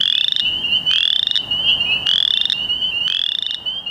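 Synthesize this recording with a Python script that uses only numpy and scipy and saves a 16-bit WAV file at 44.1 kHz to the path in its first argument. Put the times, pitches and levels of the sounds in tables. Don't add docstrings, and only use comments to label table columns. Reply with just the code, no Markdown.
import sys
import numpy as np
from scipy import signal
from scipy.fft import rfft, irfft
from scipy.io import wavfile
from scipy.ndimage import uniform_filter1d, minimum_filter1d

SR = 44100
rng = np.random.default_rng(int(sys.argv[2]) if len(sys.argv) > 2 else 0)


def store_wav(level_fs):
    pcm = np.round(np.clip(np.atleast_2d(level_fs), -1, 1) * 32767)
    wavfile.write(sys.argv[1], SR, pcm.T.astype(np.int16))


N = 171990
BAND_EDGE_HZ = 15900


def amp(db):
    return 10 ** (np.asarray(db) / 20)


def at_hz(table, hz):
    table_hz, values = np.transpose(table)
    return np.interp(np.log(hz + 1), np.log(table_hz), values)


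def at_time(table, t):
    times, *columns = np.transpose(table)
    return [np.interp(t, times, column) for column in columns]


def add(mix, start_s, sound):
    at = round(start_s * SR)
    sound = sound[max(-at, 0):]
    part = mix[max(at, 0):][:len(sound)]
    part += sound[:len(part)]


def pan(db):
    return amp([[db / 2], [-db / 2]])


def drift(count, window):
    return uniform_filter1d(rng.standard_normal(count), window, mode="wrap") * np.sqrt(window)


# (frequency [Hz], relative density [dB])
AIR_SPECTRUM = [(20, -15.5), (50, 0.5), (90, 2), (200, 2.5), (330, -4), (600, -13), (900, -15), (1250, -27),
                (1750, -10.5), (2200, -22), (4000, -23.5), (6500, -29.5), (10000, -33.5), (16000, -35.5)]
# (frequency [Hz], correlation [ratio])
AIR_CORRELATION = [(60, 1), (250, 1), (1000, 0.8), (16000, .94)]


def night_air(level_db=-38, wander_db=0.23):
    hz = np.fft.rfftfreq(N, 1 / SR)
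    left, independent = rfft(rng.standard_normal((2, N))) * amp(at_hz(AIR_SPECTRUM, hz))
    correlation = at_hz(AIR_CORRELATION, hz)
    right = correlation * left + np.sqrt(1 - correlation ** 2) * independent
    air = irfft(np.array([left, right]), N)
    return amp(level_db + wander_db * drift(N, window=6000)) * air / air.std()


# (time [s], level [dB])
RUSH_LEVEL = [(0, -46.5), (.7, -44.5), (1.3, -41.5), (1.8, -39.5), (2.3, -38.5), (2.8, -44.5), (3.3, -41),
              (3.9, -38.5)]


def far_rush(centre_hz=732, sigma_octaves=0.65):
    hz = np.fft.rfftfreq(N, 1 / SR) + 1
    band = np.exp(-.5 * (np.log2(hz / centre_hz) / sigma_octaves) ** 2)
    noise = irfft(rfft(rng.standard_normal(N)) * band, N)
    return amp(at_time(RUSH_LEVEL, np.arange(N) / SR)[0]) * noise / noise.std()


PEEP_HARMONICS_DB = [-36.5, 0, -32.5, -42.5, -50, -62.5]


def peep(length_s, start_hz, end_hz, levels_db, rise_s=.014, fall_s=.024, spread_db=1.5, flutter_db=3):
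    t = np.arange(0, length_s + fall_s / 2, 1 / SR)
    progress = t / length_s
    waver, *flutters = [drift(SR // 2, window=500)[:len(t)] for _ in range(len(PEEP_HARMONICS_DB) + 1)]
    glide = progress + .25 * progress * (1 - progress)
    whistle_hz = (start_hz + (end_hz - start_hz) * glide) * (1 + .0025 * waver)
    fold_phase = np.pi * np.cumsum(whistle_hz) / SR
    ramp = np.clip(np.minimum(t / rise_s, (t[-1] - t) / fall_s), 0, 1)
    level_points = (np.arange(len(levels_db)) + .5) / len(levels_db)
    envelope = np.sin(np.pi / 2 * ramp) ** 2 * amp(np.interp(progress, level_points, levels_db))
    tone = np.zeros(len(t))
    for harmonic, (db, flutter) in enumerate(zip(PEEP_HARMONICS_DB, flutters), start=1):
        vary_db = (harmonic != 2) * (spread_db * rng.standard_normal() + flutter_db * flutter)
        tone += amp(db + vary_db) * np.sin(harmonic * fold_phase)
    return envelope * tone


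# (time [s], length [s], start [Hz], end [Hz], early [dB], middle [dB], late [dB])
NEAR_PEEPS = [(0, 0.071, 2988, 3157, -4.5, -18.5, -20), (0.054, 0.14, 2770, 2997, -14.5, -21.5, -11.5),
              (0.114, 0.16, 2450, 2810, -22.5, -14, -24), (0.217, 0.11, 2922, 3050, -13, -32, -30),
              (0.303, 0.1, 2876, 3160, -23, -22.5, -15), (0.39, 0.098, 2825, 2988, -9.5, -17, -12),
              (0.444, 0.19, 2647, 3175, -17.5, -17.5, -22.5), (0.633, 0.15, 2763, 3070, -13, -30.5, -11.5),
              (0.68, 0.1, 2665, 2940, -24.5, -10.5, -20), (0.856, 0.14, 2944, 3203, -13.5, -11.5, -12),
              (0.897, 0.16, 2437, 2840, -22, -17.5, -9.5), (0.917, 0.093, 2770, 2990, -18, -11.5, -24.5),
              (1.049, 0.14, 2838, 3140, -32, -14, -15.5), (1.257, 0.1569, 2780, 3050, -17, -20.5, -13.5),
              (1.501, 0.11, 2817, 3021, -12, -19.5, -18.5), (1.599, 0.11, 3030, 3228, -18.5, -20, -13),
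              (1.635, 0.1645, 2785, 3142, -17, -12.5, -23), (1.675, 0.085, 2674, 2922, -15.5, -14.5, -20.5),
              (1.795, 0.11, 2788, 2942, -12, -19, -20.5), (1.91, 0.13, 2826, 3043, -12.5, -21.0, -26),
              (1.851, 0.12, 2478, 2710, -26, -16.0, -20.0), (2.056, 0.13, 2806, 3140, -10, -10, -16),
              (2.295, 0.15, 2888, 3236, -13, -14, -19.5), (2.333, 0.15, 2670, 2960, -17.5, -14, -23.5),
              (2.525, 0.1363, 2730, 3003, -16, -21.5, -19), (2.54, 0.087, 2780, 2835, -30, -19.5, -19),
              (2.685, 0.175, 2825, 3195, -12, -22, -24), (2.81, 0.094, 2931, 3093, -11.5, -14.5, -14.5),
              (2.91, 0.082, 2650, 2883, -21, -15.5, -13), (3, 0.1, 2764, 3096, -12, -21, -25),
              (3.03, 0.14, 2913, 3260, -15.0, -19, -16), (3.084, 0.1046, 2500, 2696, -24, -18.0, -16),
              (3.112, 0.089, 2880, 3087, -18, -8.5, -21.0), (3.247, 0.22, 2804, 3096, -12.5, -31, -47.5),
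              (3.3, 0.09, 2715, 2880, -18.5, -18, -28.5), (3.419, 0.11, 2900, 3100, -14, -16, -14.5),
              (3.47, 0.13, 2800, 2947, -15.5, -10.5, -25.5), (3.653, 0.15, 2928, 3224, -10.5, -16.5, -14),
              (3.857, 0.13, 2785, 3050, -9, -17, -17)]


def near_peepers(gain_db=0.5, pan_db=-2.5, pan_spread_db=3.5, echo_db=-10.5):
    out = np.zeros((2, N))
    sides = rng.uniform(-1.1, 1, len(NEAR_PEEPS))
    for (start_s, length_s, start_hz, end_hz, *levels_db), side in zip(NEAR_PEEPS, sides):
        whistle = amp(gain_db) * peep(length_s, start_hz, end_hz, levels_db)
        for channel, gain in zip(out, pan(pan_db + pan_spread_db * side)):
            add(channel, start_s, gain * whistle)
    return out + amp(echo_db) * pond_echo(out.mean(0))


def far_peepers(peeps_per_s=29, level_db=-35.5, start_hz=2790, glide_hz=266.8, length_s=0.14):
    out = np.zeros(N)
    count = int(peeps_per_s * N / SR)
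    for k, (timing, pitch, loudness) in enumerate(rng.uniform(-1, 1, (count, 3))):
        hz = start_hz + 90 * pitch
        whistle = peep(length_s, hz, hz + glide_hz, [level_db + 4 * loudness])
        add(out, (k + timing - 1) / peeps_per_s, whistle)
    return pond_echo(out)


# (frequency [Hz], T60 [s])
POND_DECAY = [(200, 0.66), (1500, 1), (3000, 0.47), (6000, 0.21), (14000, 0.35)]


def pond_echo(sound, onset_s=0.00667, side_db=-10.5):
    hz, t, noise = signal.stft(rng.standard_normal((2, SR)), SR, nperseg=256)
    envelope = amp(-60 * t / at_hz(POND_DECAY, hz)[:, None]) * np.minimum(t / onset_s, 1)
    mid, side = signal.istft(noise * envelope, SR, nperseg=256)[1]
    tail = mid + np.array([[1], [-1]]) * amp(side_db) * side
    return signal.fftconvolve(sound[None], tail / np.linalg.norm(tail[0]), axes=1)[:, :N]


TRILL_STARTS_S = [-.055, .912, 2.067, 3.077]
# (time [s], relative peak [dB])
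FROG_PULSES = [(0.011, -6), (0.0337, -4.5), (0.0559, -8), (0.0772, 2), (0.0994, 6), (0.1248, -2),
               (0.1514, 3), (0.1797, 3.5), (0.21, 4.5), (0.2437, 3.5), (0.2815, 4.5), (0.321, 3.5),
               (0.3628, 4), (0.3962, -3), (0.4013, -8.5), (0.9129, -11.5), (0.9348, -7), (0.9588, -11),
               (0.9829, -1.5), (1.0059, -4), (1.0296, 3), (1.0534, -2), (1.0765, -0.5), (1.1024, 1),
               (1.1289, 1.5), (1.1607, 1.5), (1.1936, 1), (1.2289, 2), (1.2695, 4), (1.3109, 3),
               (1.3555, -1), (1.3639, -2.5), (1.3744, -6.5), (2.0688, -11), (2.0902, -8.5), (2.1129, -5.5),
               (2.1354, -13.5), (2.158, -5.5), (2.1802, 0.5), (2.2026, -5.5), (2.2259, 2), (2.2503, 0.0),
               (2.2771, 0.0), (2.306, 3.5), (2.3379, 3.5), (2.3732, 2.5), (2.4129, 3.5), (2.4543, 1),
               (2.499, 3.5), (2.5211, 0), (2.5281, -8), (3.079, -6), (3.1001, -14), (3.123, -4.5),
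               (3.147, -2.5), (3.1682, 2.5), (3.1922, -5), (3.2154, 1), (3.238, 1), (3.2628, 1.5),
               (3.2896, 0.0), (3.3186, 4), (3.35, 2), (3.386, 1), (3.424, 5), (3.4644, 2), (3.5086, 3.5),
               (3.5447, -1.5), (3.5502, -16)]
# (time in trill [s], centre [Hz], bandwidth [Hz])
SAC_RESONANCE = [(0, 3090, 360), (.03, 3230, 215), (.08, 3320, 170), (.14, 3400, 150), (.27, 3540, 150),
                 (.39, 3640, 175), (.44, 3670, 290), (.47, 3680, 360)]
# (time in trill [s], rate [Hz])
FOLD_RATE = [(0, 1490), (.03, 1570), (.1, 1635), (.2, 1700), (.35, 1775), (.47, 1800)]
SNAP_GAINS = [1, 0.78, 0.57, 0.093]
# (frequency [Hz], level [dB])
SNAP_SPECTRUM = [(200, -16), (850, -6.5), (1120, 13.5), (1400, 8), (1800, 10.5), (2400, -1), (3500, 5),
                 (4200, 2), (4700, 2.5), (5050, -6), (5400, 2), (5900, -4), (6450, -2.5), (6800, -19.5),
                 (7150, -2.5), (7800, -15.5), (8800, -1), (9500, -14), (10300, -11), (11300, -16.5),
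                 (12800, -17), (13900, -5), (15000, -23.5), (16000, -25.5)]


def chorus_frog(gain_db=16.5, pan_db=-0.16, smear_s=0.00045, jitter_periods=.012, fft_size=4096):
    out = np.zeros(N)
    hz = np.fft.rfftfreq(fft_size, 1 / SR) + 1e-3
    log_gain = np.log(amp(at_hz(SNAP_SPECTRUM, abs(np.fft.fftfreq(fft_size, 1 / SR)))))
    snap = np.exp(np.conj(signal.hilbert(log_gain)))[:len(hz)]
    snap *= np.exp(-1j * np.pi * smear_s * hz ** 2 / BAND_EDGE_HZ)
    for start_s, db in FROG_PULSES:
        *jitter, detune = rng.standard_normal(len(SNAP_GAINS) + 1)
        age_s = start_s - max(t for t in TRILL_STARTS_S if t <= start_s + .01)
        fold_hz, = at_time(FOLD_RATE, age_s)
        delays_s = [(k + jitter_periods * slip) / fold_hz for k, slip in enumerate(jitter)]
        train = sum(gain * np.exp(-2j * np.pi * hz * s) for gain, s in zip(SNAP_GAINS, delays_s))
        sac_hz, bandwidth_hz = at_time(SAC_RESONANCE, age_s)
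        sac_hz *= 1 + 0.0018 * detune
        sac = 1 / (1 + 1j * sac_hz / bandwidth_hz * (hz / sac_hz - sac_hz / hz))
        pulse = irfft(train * snap * sac)[:fft_size // 2]
        add(out, start_s, amp(gain_db + db) * pulse / abs(pulse).max())
    return out * pan(pan_db) + reed_scatter(out)


# (frequency [Hz], gain [dB])
REED_SPECTRUM = [(500, -3.5), (1800, 0.5), (3500, 0), (4500, 14.5), (5400, 11), (7200, 13.5), (9000, 10),
                 (14000, 2)]


def reed_scatter(frog, reeds_db=-18, decay_s=0.004, echo_db=-36.5):
    colour = amp(at_hz(REED_SPECTRUM, np.fft.rfftfreq(2 * N, 1 / SR)))
    bright = irfft(rfft(frog, 2 * N) * colour)[:N]
    t = np.arange(SR // 10) / SR
    taps = rng.standard_normal((2, len(t))) * np.exp(-t / decay_s)
    reeds = signal.fftconvolve(bright[None], taps / np.linalg.norm(taps[0]), axes=1)[:, :N]
    return amp(reeds_db) * reeds + amp(echo_db) * pond_echo(bright)


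def scene():
    return chorus_frog() + near_peepers() + far_peepers() + night_air() + far_rush()


# (time [s], gain [dB])
OUTPUT_GAIN = [(0, -1), (2.5, -0.5), (2.8, -3), (3.1, -3.5), (3.55, -5.5), (3.9, -10)]


def record(dry, ceiling_db=-2, recovery_s=0.035, look_ahead_s=0.0024):
    t = np.arange(N) / SR
    ahead = int(look_ahead_s * SR)
    safe_gain = np.minimum(amp(ceiling_db) / (abs(dry).max(0) + 1e-9), 1)
    cut = 1 - minimum_filter1d(safe_gain, 2 * ahead)
    release = t / recovery_s
    cut = np.exp(np.maximum.accumulate(np.log(cut + 1e-9) + release) - release)
    limited = dry * (1 - uniform_filter1d(cut, ahead))
    faded = limited * amp(at_time(OUTPUT_GAIN, t)[0])
    low_pass = signal.firwin(301, BAND_EDGE_HZ, window=("kaiser", 8), fs=SR)
    return signal.oaconvolve(faded, low_pass[None], "same")


dry = scene()
out = record(dry)
store_wav(out)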